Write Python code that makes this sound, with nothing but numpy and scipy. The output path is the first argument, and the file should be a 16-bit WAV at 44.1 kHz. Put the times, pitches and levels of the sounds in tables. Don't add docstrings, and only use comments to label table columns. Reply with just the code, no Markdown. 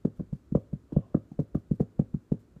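import sys
import numpy as np
from scipy import signal
from scipy.fft import rfft, irfft
from scipy.io import wavfile
from scipy.ndimage import uniform_filter1d

SR = 44100
rng = np.random.default_rng(int(sys.argv[2]) if len(sys.argv) > 2 else 0)


def to_wav(sig):
    pcm = np.clip(np.atleast_2d(sig), -1, 1) * 32767
    pcm = np.round(pcm).astype(np.int16)
    wavfile.write(sys.argv[1], SR, pcm.T)


N = 114660
T = np.arange(N) / SR

# frequency_hz, density_db
HUM_COLOUR = [(15, -31), (25, 1), (90, -3.5), (301, -1.5), (394, -6), (673, -18.5), (833, -21.5),
              (1210, -21.5), (1460, -21), (1670, -26), (2500, -31.5), (3010, -33), (4150, -34), (5570, -36),
              (7480, -34.5), (8550, -39), (15000, -44)]
RUMBLE_COLOUR = [(25, -18.5), (45, -5.5), (62, 2), (80, -3), (110, -7.5), (200, -30.5)]
REVERB_COLOUR = [(40, -10.5), (120, -5.5), (250, -2), (500, 0), (1200, 1.5), (4000, 3), (12000, -1)]
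CRUNCH_COLOUR = [(900, -19.5), (2000, 3.5), (3000, 0.5), (5000, -3.5), (7200, -1), (9000, -9.5),
                 (15000, -9)]
BRUSH_COLOUR = [(600, -9.5), (1100, 5.5), (2000, 1), (5000, 0), (9000, -2.5), (15000, -5)]
TICK_COLOUR = [(400, -13.5), (800, 6), (1200, 0.5), (1800, -6.5), (3000, -20.5), (8000, -27)]
SMACK_COLOUR = [(280, -7.5), (370, 5), (520, 1), (700, 1.5), (900, -5), (1200, -7.5), (1500, -15.5),
                (1800, -19), (2400, -31.5), (4000, -52.5)]
# delay_s, gain_db
WALL_ECHOES = [(.0087, -33.5), (0.0141, -20), (0.021, -15), (0.0302, -22.5), (0.0428, -33)]
# pitch_hz, width_hz, level_db
RATTLE_BANDS = [(574, 200, -59.5), (1070, 160, -69), (2990, 770, -82)]
# start_s, level_db
HAND_LIFTS = [(.155, -78), (.34, -79), (.585, -78.5), (1.409, -79.5), (1.572, -79), (1.735, -76.5),
              (2.385, -77)]
# time_s, thud_db, tick_db
FINGERTIP_TOUCHES = [(0.0504, -29, -62), (0.1986, -32, -62.5), (0.5198, -43.5, -61.5), (.5535, -24, -53),
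                     (0.7309, -33, -59.5), (.9245, -39.5, -58.5), (0.965, -24.5, -61.5),
                     (1.5478, -29.5, -53.5), (1.7125, -34.5, -60), (1.7996, -26.5, -51.5),
                     (1.8065, -19, -52.5), (1.9931, -39.5, -57), (2.142, -40.5, -60.5)]
# start_s, pitch_hz, level_db
FINGER_CLAPS = [(0.5509, 1116, -38), (1.1448, 1220, -38.5), (1.549, 1178, -43), (1.801, 892, -41.5),
                (1.9935, 793.6, -36.5)]
# pitch_hz, gain_db, t60_s
BOARD_MODES = [(105.6, -27, 0.31), (149, -17.5, 0.16), (251, -20, 0.19)]
# time_s, palm_db, contact_ms, heel_db, air_db,
# slap_db, finger_lead_ms, slap_pitch_hz, smack_db, crunch_db
HAND_PATS = [(0.0557, -9.5, 1.035, -29.5, -41.5, -18.5, 3.0, 381, -44, -67.5),
             (0.1992, -22.5, 1.9, -22, -48, -44.5, 2.8, 514, -50.5, -80),
             (0.2103, -21.5, 1.22, -31.5, -27, -37, 4, 486, -64, -81),
             (0.333, -18.5, 1.74, -27, -44.5, -39, 3.83, 478, -48.5, -72.5),
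             (0.526, -16, 1.3, -30, -43.5, -40, 2.92, 377.4, -59, -77),
             (0.557, -9.5, 1.43, -17, -31.5, -15, 4.62, 492.6, -41.5, -65),
             (0.7373, -18, 1.63, -26.5, -48, -44.5, 2.38, 553, -56.5, -78),
             (0.9295, -23, 1, -32, -35, -28, 5.1, 347.0, -54, -73),
             (0.9712, -7.5, 1.64, -15, -34.5, -20, 4.1, 491.0, -46, -74.5),
             (1.1518, -8, 1.117, -24, -43, -22.0, 4.8, 504, -38.0, -70.5),
             (1.3197, -30, 1.28, -42.5, -49.5, -52, 1.6, 740, -71, -77.5),
             (1.396, -14.5, 1.44, -22, -48.5, -23.5, 3.12, 468, -45, -70),
             (1.4031, -17, 1.17, -23.5, -47, -34.5, 3.07, 465, -59, -74.5),
             (1.5551, -13, 1.144, -19.5, -24, -31.5, 4.23, 616, -46.5, -68),
             (1.7177, -10.5, 1.43, -21, -35.5, -30.5, 3.98, 430, -53.5, -72.0),
             (1.8112, -11, 1.53, -22, -46.5, -17, 6.5, 449, -42, -66.5),
             (1.9989, -8.5, 1.42, -20.0, -31, -24, 3.87, 474, -44.5, -67.5),
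             (2.1474, -15, 1.46, -24.5, -43, -37.5, 3.51, 378, -57.5, -78.5),
             (2.3233, -10.5, 1.34, -25, -45, -24.0, 3.22, 436, -45.5, -69.5),
             (2.5683, -36.5, 1.53, -44, -61, -57.5, 4.4, 580, -61, -81)]


def from_db(db):
    return 10 ** (np.asarray(db) / 20)


def noise(colour):
    hz, db = np.transpose(colour)
    bins_hz = np.maximum(np.arange(N // 2 + 1) * SR / N, 1)
    gain = from_db(np.interp(np.log(bins_hz), np.log(hz), db))
    x = irfft(rfft(rng.standard_normal(N)) * gain, N)
    return x / x.std()


def swell(start_s, rise_s):
    u = np.clip((T - start_s) / rise_s, 0, 100)
    return (u * np.e / 2) ** 2 * np.exp(-u)


def contact(time_s, width_s):
    u2 = np.minimum(((T - time_s) / width_s) ** 2, 200)
    force = np.exp(-u2 / 2)
    return force / force.sum(), (u2 - 1) * force


def ring(force, hz, t60_s):
    r, w = np.exp(-np.log(1000) / (t60_s * SR)), 2 * np.pi * hz / SR
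    return signal.lfilter([0, np.sin(w)], [1, -2 * r * np.cos(w), r * r], force + 1e-18)


def room_tone():
    return from_db(-62) * (noise(HUM_COLOUR) + noise(RUMBLE_COLOUR + [(1000, -90.5)]))


def bedroom(direct, echo_cut_hz=7100, onset_s=0.0023):
    dull = signal.sosfilt(signal.butter(1, echo_cut_hz, fs=SR, output="sos"), direct)
    echoes = sum(from_db(db) * np.interp(T - delay, T, dull, left=0) for delay, db in WALL_ECHOES)
    response = np.zeros(N)
    for db, t60_s in ((-20, 0.3), (-31, 0.98)):
        decay = np.exp(-np.log(1000) * T / t60_s) * np.clip(T / onset_s - 1, 0, 1)
        response += from_db(db) * noise(REVERB_COLOUR) * decay / np.sqrt(np.sum(decay ** 2))
    return echoes + signal.fftconvolve(direct, response)[:N]


def rattle():
    buzz = np.zeros(N)
    for hz, width_hz, db in RATTLE_BANDS:
        b, a = signal.iirpeak(hz, hz / width_hz, fs=SR)
        band = signal.lfilter(b, a, signal.lfilter(b, a, rng.standard_normal(N)))
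        buzz += from_db(db) * band / band.std()
    return buzz * swell(start_s=0.8745, rise_s=0.048)


def fibres(colour, grain_db=2.5):
    grain = uniform_filter1d(rng.standard_normal(N), size=25)
    x = noise(colour) * from_db(grain_db * grain / grain.std())
    return x / x.std()


def pile(lead_s=0.009):
    pressed = sum(from_db(db) * swell(s - lead_s, rise_s=0.0046) for s, *_, db in HAND_PATS)
    brushed = sum(from_db(db) * swell(s, rise_s=0.0087) for s, db in HAND_LIFTS)
    return pressed * fibres(CRUNCH_COLOUR) + brushed * fibres(BRUSH_COLOUR)


def fingertips(tick_lead_s=0.0015):
    thuds = sum(from_db(db) * contact(s, width_s=0.00067)[1] for s, db, _ in FINGERTIP_TOUCHES)
    ticks = sum(from_db(db) * swell(s - tick_lead_s, rise_s=0.0009) for s, _, db in FINGERTIP_TOUCHES)
    return thuds + ticks * noise(TICK_COLOUR)


def claps():
    return sum(from_db(db) * swell(s, rise_s=0.001) * np.sin(2 * np.pi * hz * (T - s))
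               for s, hz, db in FINGER_CLAPS)


def fingers(slap_rise_s=0.0012, smack_lead_s=0.0025):
    slap, smack = np.zeros((2, N))
    for s, *_, slap_db, lead_ms, hz, smack_db, _ in HAND_PATS:
        land_s = s - lead_ms / 1000
        air_note = np.cos(2 * np.pi * hz * (T - land_s))
        slap += from_db(slap_db) * swell(land_s - 2 * slap_rise_s, slap_rise_s) * air_note
        smack += from_db(smack_db) * swell(land_s - smack_lead_s, rise_s=0.0021)
    return slap + smack * noise(SMACK_COLOUR)


def palms(air_lead_s=0.00033, puff_gain_db=-3, heel_lag_s=0.00517):
    thud, force, squeeze = np.zeros((3, N))
    for s, palm_db, contact_ms, heel_db, air_db, *_ in HAND_PATS:
        air_push, air_puff = contact(s - air_lead_s, width_s=0.0031)
        palm_push, palm_thud = contact(s, contact_ms / 1000)
        _, heel_thud = contact(s + heel_lag_s, width_s=0.0028)
        squeeze += from_db(air_db) * air_push
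        force += from_db(palm_db) * palm_push
        thud += from_db(palm_db) * palm_thud + from_db(heel_db) * heel_thud
        thud += from_db(air_db + puff_gain_db) * air_puff
    joists = from_db(-12.5) * ring(squeeze, hz=57.5, t60_s=0.15)
    boards = sum(from_db(db) * ring(force, hz, t60_s) for hz, db, t60_s in BOARD_MODES)
    return thud + joists + boards


def scene():
    direct = palms() + fingertips() + fingers() + claps() + pile() + rattle()
    return (room_tone() + direct + bedroom(direct))[None]


def record(dry, low_cut_hz=43, high_cut_hz=15300):
    low_cut = signal.butter(3, low_cut_hz, "high", fs=SR, output="sos")
    high_cut = signal.ellip(10, .1, 80, high_cut_hz, fs=SR, output="sos")
    return signal.sosfilt(high_cut, signal.sosfiltfilt(low_cut, dry, padtype="even"))


dry = scene()
out = record(dry)
to_wav(out)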